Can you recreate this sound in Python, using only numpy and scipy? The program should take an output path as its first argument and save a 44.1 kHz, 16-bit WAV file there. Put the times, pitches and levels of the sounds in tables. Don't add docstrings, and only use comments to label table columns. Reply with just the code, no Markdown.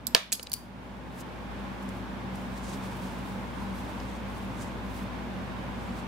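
import sys
import numpy as np
from scipy import signal
from scipy.fft import rfft, irfft, next_fast_len
from scipy.io import wavfile
from scipy.ndimage import map_coordinates

SR = 44100
rng = np.random.default_rng(int(sys.argv[2]) if len(sys.argv) > 2 else 0)


def decibels_to_gain(level_db):
    exponent = np.asarray(level_db, float) / 20
    return 10 ** exponent


def transcribe(signal):
    frames = np.atleast_2d(signal).T
    limited = np.clip(frames, -1, 1)
    pcm = np.round(limited * 32767).astype(np.int16)
    wavfile.write(sys.argv[1], SR, pcm)


N = 267775
SIDES = np.array([[.5], [-.5]])


def along(points, hz):
    f, value = np.transpose(points)
    return np.interp(np.log(hz + 1), np.log(f + 1), value)


def wobble(rate):
    knots = rng.standard_normal(int(N * rate / SR) + 4)
    return map_coordinates(knots, [np.arange(N) * rate / SR])


def filtered(x, response):
    n = x.shape[-1]
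    size = next_fast_len(n + 2048)
    spectrum = rfft(x, size) * response(np.fft.rfftfreq(size, 1 / SR))
    return irfft(spectrum, size)[..., :n]


def peak(f, hz, width_hz):
    return 1j * f * width_hz / (hz * hz - f * f + 1j * f * width_hz)


def above(f, hz):
    return (-f * f / (hz * hz - f * f + 1.4j * f * hz)) ** 2


def pair(white, gain, alike):
    def spread(hz):
        likeness = np.clip(along(alike, hz), -.5, 1)
        return np.tan(np.arccos(likeness) / 2)

    mid, side = filtered(white, lambda hz: gain(hz) * [1 + 0 * hz, spread(hz)])
    return np.array([mid + side, mid - side]) / np.std(mid)


# t/s, depth/dB
GAIN_DUCKS = [
    (0, 9),
    (.149, 10),
    (.326, 1.5),
    (.535, -0.1),
]
RECOVER_S, FULL_DB, DUCK_S = 0.67, -0.42, 0.02


def gain_control():
    s, depth_db = np.transpose(GAIN_DUCKS)[..., None]
    since = np.arange(N) / SR - s
    onset = np.clip(since / DUCK_S + (s == 0), 0, 1)
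    return FULL_DB - np.sum(depth_db * onset * np.exp(-np.abs(since) / RECOVER_S), 0)


# f/Hz, level/dB per Hz
AIR_SPECTRUM = [(160, -30), (280, -6), (442, -7.5), (580, -6), (722, -10), (800, -6), (1050, -7.5),
                (1280, -13.5), (1470, -13), (1650, -14), (1940, -18), (2200, -17), (2890, -21.5),
                (3660, -23.5), (3900, -27), (7340, -38), (16000, -46)]
# f/Hz, width/Hz, level/dB
ROOM_MODES = [(58.3, 40, -18), (106, 51, -9), (133.7, 12, -7), (176.4, 21, -10), (193.3, 11.6, 1),
              (240.2, 58.4, -7), (319.6, 5, -13), (359.8, 5.3, -12)]
# f/Hz, likeness/1
ROOM_LIKENESS = [(60, 0.48), (180, 0.87), (550, 0.49), (1650, 0.13), (4970, 0.18), (15000, 0.0304)]
# f/Hz, left minus right level/dB
ROOM_LEAN = [(60, 3.5), (180, 0.0), (550, -0.5), (1650, -1.5), (4970, -1), (15000, 0)]
HUM_HZ = 58.4


def room():
    def air_gain(hz):
        return decibels_to_gain(along(AIR_SPECTRUM, hz))

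    def mode_gain(f):
        return np.sqrt(sum(np.abs(decibels_to_gain(db) * peak(f, hz, w) ** 2) ** 2 for hz, w, db in ROOM_MODES))

    air = pair(rng.standard_normal((2, N)), air_gain, ROOM_LIKENESS)
    boom = pair(rng.standard_normal((2, N)), mode_gain, ROOM_LIKENESS)
    turns = np.cumsum(HUM_HZ + 0.61 * wobble(2.83)) / SR
    hum = decibels_to_gain(1.2 * wobble(4.4)) * np.sin(2 * np.pi * turns + 0.8 * SIDES)
    swell = decibels_to_gain(0.22 * wobble(1.89) + 0.28 * wobble(9.1))
    mix = decibels_to_gain(-42) * swell * air + decibels_to_gain(-38.5) * boom + decibels_to_gain(-41) * hum
    return filtered(mix, lambda hz: decibels_to_gain(along(ROOM_LEAN, hz) * SIDES))


def contacts(rows, place, modes, body_hz, body_width_hz, low_hz, band_db, click, apart, lean_db, order=2):
    out = np.zeros((2, N + SR))
    t = np.arange(SR // 5) / SR
    hz, level, life = np.transpose(modes)[..., None]

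    def colour(f):
        return peak(f, body_hz, body_width_hz) ** order * above(f, low_hz)

    for s, db, t60, ring_db, band_hz in rows:
        lag = np.interp(s, *np.transpose(place))
        late = (lag * SIDES + 1) / SR
        shared, own, drift = rng.standard_normal((3, len(t)))
        size, phase = rng.standard_normal((2, 2, len(modes), 1))
        fade = decibels_to_gain(-60 * t / t60)
        burst = (shared + 2 * SIDES * apart * own) * fade * (1 - np.exp(-t / .0001))
        burst[:, 1] += click * min(0.011 / t60, 1) ** 2
        burst = filtered(burst, lambda f: colour(f) * np.exp(-2j * np.pi * f * late))
        note_phase = 2 * np.pi * band_hz * (t - late) + 0.14 * np.cumsum(drift)
        note = min(.05 / t60, 1) ** 2 * fade * np.sin(note_phase)
        ring_phase = 2 * np.pi * hz * (t - late[..., None]) + 0.93 * phase
        ring = decibels_to_gain(ring_db + level + 1.1 * size - 60 * t / life) * np.sin(ring_phase)
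        tones = decibels_to_gain(band_db) * note + ring.sum(1)
        sound = burst / np.abs(burst).max() + tones * (1 - np.exp(-t / 0.00014))
        start = round(s * SR) - 1
        out[:, start:][:, :len(t)] += decibels_to_gain(db + SIDES * (lean_db - 3.1 * lag)) * sound
    return out[:, :N]


# t/s, peak level/dB, burst t60/s, ring level/dB, strongest band f/Hz
BLADE_CONTACTS = [(.0684, -28, 0.013, -44, 5030), (.0686, -16.5, .010, -44, 13200),
                  (.0685, -25, .014, -43, 7700), (.0706, -26, 0.014, -40, 12700),
                  (.0758, -33, 0.027, -36, 7700), (.0687, -31.5, 0.015, -40, 4010),
                  (.0712, -33, .03, -44, 10700), (.0762, -38, .02, -44, 4500),
                  (.0765, -37.5, .02, -44, 13500), (.1484, -15.5, 0.008, -40, 10100),
                  (.3204, -22, 0.01, -28, 7850), (.3212, -27.5, 0.017, -28.5, 2600),
                  (.3230, -27, 0.014, -29, 10400), (.3258, -22, 0.016, -30, 4600),
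                  (.3268, -21, .015, -36, 4200), (.3285, -23, .012, -36, 8100),
                  (.3256, -21.5, 0.036, -30, 8060), (.3250, -22.5, 0.038, -36, 6620),
                  (.3285, -25.5, 0.019, -30, 5100), (.3290, -23, 0.011, -11, 11240),
                  (.3322, -24, 0.011, -32, 10340), (.3338, -27, .01, -36, 14200),
                  (.3390, -42, .04, -36, 8100), (.3430, -36, 0.027, -36, 4870),
                  (.3515, -37, 0.026, -25, 4930), (.3545, -39, 0.026, -30, 6650),
                  (.4285, -34, 0.016, -29, 4960)]
# t/s, left lag/samples
BLADES_PLACE = [(.2, 2), (.3, 1), (.36, 1), (.42, 2)]
# f/Hz, level/dB, t60/s
STEEL_MODES = [(2885, -15, .12), (3424, -17, .12), (4878, -10, .1), (4963, -11, .14), (6510, -17, .1),
               (6675, -13, .15), (8048, -5, .17), (8190, -13, .08), (9475, -20, .12), (10340, 3, .1),
               (11300, -2, .13), (12340, 1, .13), (14150, -11, .12), (14750, -18, .12)]


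def blades():
    return contacts(BLADE_CONTACTS, BLADES_PLACE, STEEL_MODES, body_hz=9330, body_width_hz=59000,
                    low_hz=2900, band_db=1.5, click=0.98, apart=.45, lean_db=-0.5)


# f/Hz, t60/s
WALL_DECAY = [(300, 0.1), (1500, 0.31), (4000, 0.45), (7000, 0.37), (15000, 0.29)]


def walls(x, delay):
    hz, t, z = signal.stft(rng.standard_normal((2, SR // 2)), SR, nperseg=256)
    decay = decibels_to_gain(-60 * t / along(WALL_DECAY, hz)[:, None])
    tail = signal.istft(z * decay, SR, nperseg=256)[1]
    sent = np.pad(x.mean(0), (round(delay * SR), 0))[None]
    return signal.oaconvolve(sent, tail / np.linalg.norm(tail[0]), axes=1)[:, :N]


def steel_in_walls(steel):
    ticks = np.zeros((1, N))
    for s, db, *_ in BLADE_CONTACTS + HANDLE_CONTACTS + EDGE_SCRAPES:
        ticks[0, round(s * SR)] += decibels_to_gain(db + 1.0)
    sent = steel + filtered(ticks, lambda hz: above(hz, 3500))
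    return decibels_to_gain(-13) * walls(sent, delay=0.0031)


# t/s, peak level/dB, burst t60/s, ring level/dB, strongest band f/Hz
TABLE_KNOCKS = [(0.1484, 5.5, .006, -24, 4600), (0.1501, -5.5, .009, -24, 4520),
                (.1515, -16.5, 0.038, -24, 1740), (.1560, -24, .03, -20, 1690),
                (.1632, -20, .025, -22, 2510), (.1665, -26, .03, -21, 1700), (.1745, -25, .03, -20, 3700),
                (.1780, -28.5, 0.22, -30, 3900), (.3270, -23, 0.088, -20, 3290),
                (.3958, -31, .014, -12, 4260), (0.3961, -38, .02, -11, 2900), (.4665, -40, .012, -24, 4000),
                (0.4705, -27.5, .011, -28, 4100), (4.0008, -37, .02, -30, 4960)]
# t/s, left lag/samples
KNOCKS_PLACE = [(.33, 1), (.46, -1), (4, 0)]
# f/Hz, level/dB, t60/s
WOOD_MODES = [(109, -13.5, .028), (400, -10, 0.0198), (489, 4, 0.038), (680, 0, .04), (1000, -1, .03),
              (1400, -4, .025), (1680, -1, .028), (2290, -1, .03), (2700, -6.5, .025), (2990, -2, .025),
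              (3400, 1, .02), (3950, 2, .018), (5100, -3, .015)]


def table_knocks():
    return contacts(TABLE_KNOCKS, KNOCKS_PLACE, WOOD_MODES, body_hz=3570, body_width_hz=5800,
                    low_hz=248, band_db=-7, click=14, apart=1.0, lean_db=-0.5, order=4)


# f/Hz, level/dB per Hz
KNOCK_TO_WALLS = [(150, -20), (500, 3.5), (1500, -3), (3500, -6.5), (5000, -14), (7000, -26), (16000, -29)]


def knocks_in_walls():
    blows = np.zeros((1, N))
    for s, db, *_ in TABLE_KNOCKS:
        blows[0, round(s * SR)] = decibels_to_gain(db)
    blows = filtered(blows, lambda hz: decibels_to_gain(along(KNOCK_TO_WALLS, hz)))
    return decibels_to_gain(5.0) * walls(blows, delay=.005)


# t/s, peak level/dB, burst t60/s, ring level/dB, strongest band f/Hz
EDGE_SCRAPES = [
    (.1500, -20, .03, -40, 11800),
    (.1650, -31, .03, -40, 9500),
    (.4300, -28.5, .025, -36, 11900),
    (.4974, -33, .009, -34, 12000),
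    (.5310, -20, 0.017, -38, 14800),
    (.5323, -21, .015, -43, 7840),
    (.5345, -29, .015, -40, 11970),
    (.5420, -35, .1, -40, 11000),
]
# t/s, left lag/samples
HANDLE_PLACE = [(.2, 2), (.522, 1.4), (.529, -1.8), (4, 0)]
# f/Hz, level/dB, t60/s
RING_MODES = [(4580, -8, .1), (4683, -0.5, 0.29), (4620, -4, .2), (4974, -9, .15), (5900, -8, 0.057),
              (7450, -8.5, .08), (9146, -6, .12), (11040, -5, .14), (14700, -9, .04)]


def scrapes():
    return contacts(EDGE_SCRAPES, HANDLE_PLACE, RING_MODES, body_hz=11000, body_width_hz=30000,
                    low_hz=2600, band_db=-7, click=1.5, apart=.45, lean_db=1.0)


# t/s, peak level/dB, burst t60/s, ring level/dB, strongest band f/Hz
HANDLE_CONTACTS = [
    (0.518, -28, .016, -33.5, 4700),
    (0.517, -30, .02, -30, 12800),
    (0.521, -34, 0.012, -29, 10500),
    (.5378, -13.5, 0.008, -45, 10800),
    (0.5381, -26, 0.014, -25, 4800),
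    (.5383, -29, .01, -45, 6400),
    (.5630, -46, .04, -15, 4600),
    (.5410, -34, .03, -40, 4300),
]


def handle():
    return contacts(HANDLE_CONTACTS, HANDLE_PLACE, RING_MODES, body_hz=10400, body_width_hz=50000,
                    low_hz=2090, band_db=1.2, click=1.6, apart=0.49, lean_db=-1.5)


def scissors():
    steel = blades() + handle() + scrapes()
    return steel + table_knocks() + steel_in_walls(steel) + knocks_in_walls()


# peak t/s, rise/s per 10 dB, fall/s per 10 dB, level/dB, fuzz over strands/dB
FINGER_STROKES = [(.565, .012, 0.047, -61, 5), (1.21, 0.038, 0.0089, -55, 1), (1.83, 0.033, .04, -63, -5),
                  (1.89, 0.0084, .02, -59, -12), (1.97, .08, .03, -64, 0), (2.35, 0.013, 0.17, -59, -6),
                  (2.58, 0.043, 0.021, -53.5, -8), (2.69, 0.068, 0.076, -51, -12),
                  (2.74, 0.026, 0.015, -48, -14), (2.775, .05, .02, -62, 3), (2.84, .03, 0.16, -56.5, -6.5),
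                  (2.96, .02, .15, -63, 2), (3.06, .1, 0.22, -56.5, -7), (3.27, 0.045, .15, -62, 0),
                  (3.64, 0.18, 0.19, -61, -6), (3.76, .04, 0.27, -60.5, -1.5), (3.87, .15, 0.069, -63, -12),
                  (4.17, 0.26, 0.017, -57.5, -12), (4.37, 0.084, 0.15, -61.5, -2.5),
                  (4.62, .06, 0.083, -57.5, -10), (4.98, 0.11, 0.047, -57.5, -3),
                  (5.03, .05, .012, -60, -1), (5.83, 0.085, 0.074, -61, -9), (5.99, 0.1, 0.04, -58, -9)]
HOLD_S, SETTLE_S, HOLD_DB, HOLD_FUZZ_DB = 0.86, 0.29, -79, -2.5


def pressure():
    t = np.arange(N) / SR
    rest_db = HOLD_DB - 10 * np.maximum(HOLD_S - t, 0) / SETTLE_S
    coarse = decibels_to_gain(2 * rest_db)
    fine = decibels_to_gain(2 * (rest_db + HOLD_FUZZ_DB))
    for s, rise, fall, db, fuzz_db in FINGER_STROKES:
        power = decibels_to_gain(2 * db - 20 * np.maximum((s - t) / rise, (t - s) / fall))
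        coarse = coarse + power
        fine = fine + decibels_to_gain(2 * fuzz_db) * power
    return np.sqrt(coarse), np.sqrt(fine)


# f/Hz, level/dB per Hz
STRAND_SPECTRUM = [(2000, -7.5), (4000, 0.5), (6500, -3), (8500, -4.5), (11000, -20), (16000, -49.5)]
# f/Hz, level/dB per Hz
FUZZ_SPECTRUM = [(5000, -52), (8500, -9.5), (10500, 3), (14500, -0.5), (16000, -0.5)]


def strokes(slips, alike):
    on_strands, on_fuzz = pressure()
    coarse = on_strands * pair(slips, lambda hz: decibels_to_gain(along(STRAND_SPECTRUM, hz)), alike)
    fine = on_fuzz * pair(slips, lambda hz: decibels_to_gain(along(FUZZ_SPECTRUM, hz)), alike)
    return coarse + fine


# peak t/s, rise/s per 10 dB, fall/s per 10 dB, level/dB
NAIL_DRAGS = [
    (1.215, 0.028, .006, -60),
    (2.64, 0.025, .02, -64),
    (2.69, .025, 0.026, -58),
    (4.62, .04, .03, -59),
    (4.68, .015, .01, -64),
]


def nail(slips, alike):
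    s, rise, fall, db = np.transpose(NAIL_DRAGS)[..., None]
    t = np.arange(N) / SR
    push = decibels_to_gain(db - 10 * np.maximum((s - t) / rise, (t - s) / fall)).sum(0)
    return push * pair(slips, lambda hz: np.abs(peak(hz, 7060, 4100)) ** 2, alike)


# t/s, peak level/dB, burst t60/s, ring level/dB, strongest band f/Hz
FIBRE_SNAPS = [
    (1.8263, -47, .03, -40, 7400),
    (1.8911, -35, .0072, -40, 9000),
    (2.3561, -40, .02, -40, 9000),
    (2.418, -47, .02, -40, 12000),
    (3.055, -48, .01, -40, 11000),
    (4.165, -52, .015, -40, 7500),
    (4.3006, -48, .01, -40, 4400),
    (4.984, -50, .008, -40, 8000),
    (5.023, -50, .008, -40, 9000),
]
# t/s, left lag/samples
SNAPS_PLACE = [(0, 1)]


def snaps():
    return contacts(FIBRE_SNAPS, SNAPS_PLACE, RING_MODES, body_hz=9000, body_width_hz=12000,
                    low_hz=3500, band_db=-12, click=2.8, apart=0.37, lean_db=-2.0)


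def fingers():
    slips = rng.standard_normal((2, N)) * decibels_to_gain(3 * np.minimum(rng.exponential(size=N), 4))
    alike = [(4000, 0.55), (15000, .05)]  # f/Hz, left-right likeness
    touch = decibels_to_gain(1.3 * wobble(40))
    rustle = touch * (strokes(slips, alike) + nail(slips, alike))
    return rustle * decibels_to_gain([[-.7], [.7]]) + snaps()


def scene():
    return scissors() + fingers() + decibels_to_gain(gain_control()) * room()


def band_limit(x):
    return signal.sosfilt(signal.butter(12, 16390, fs=SR, output="sos"), x)


def record(dry):
    clipped = dry / (1 + np.abs(dry / .98) ** 8) ** (1 / 8)
    limited = filtered(clipped, lambda hz: np.clip((15900 - hz) / 250, 0, 1))
    return band_limit(limited)


dry = scene()
out = record(dry)
transcribe(out)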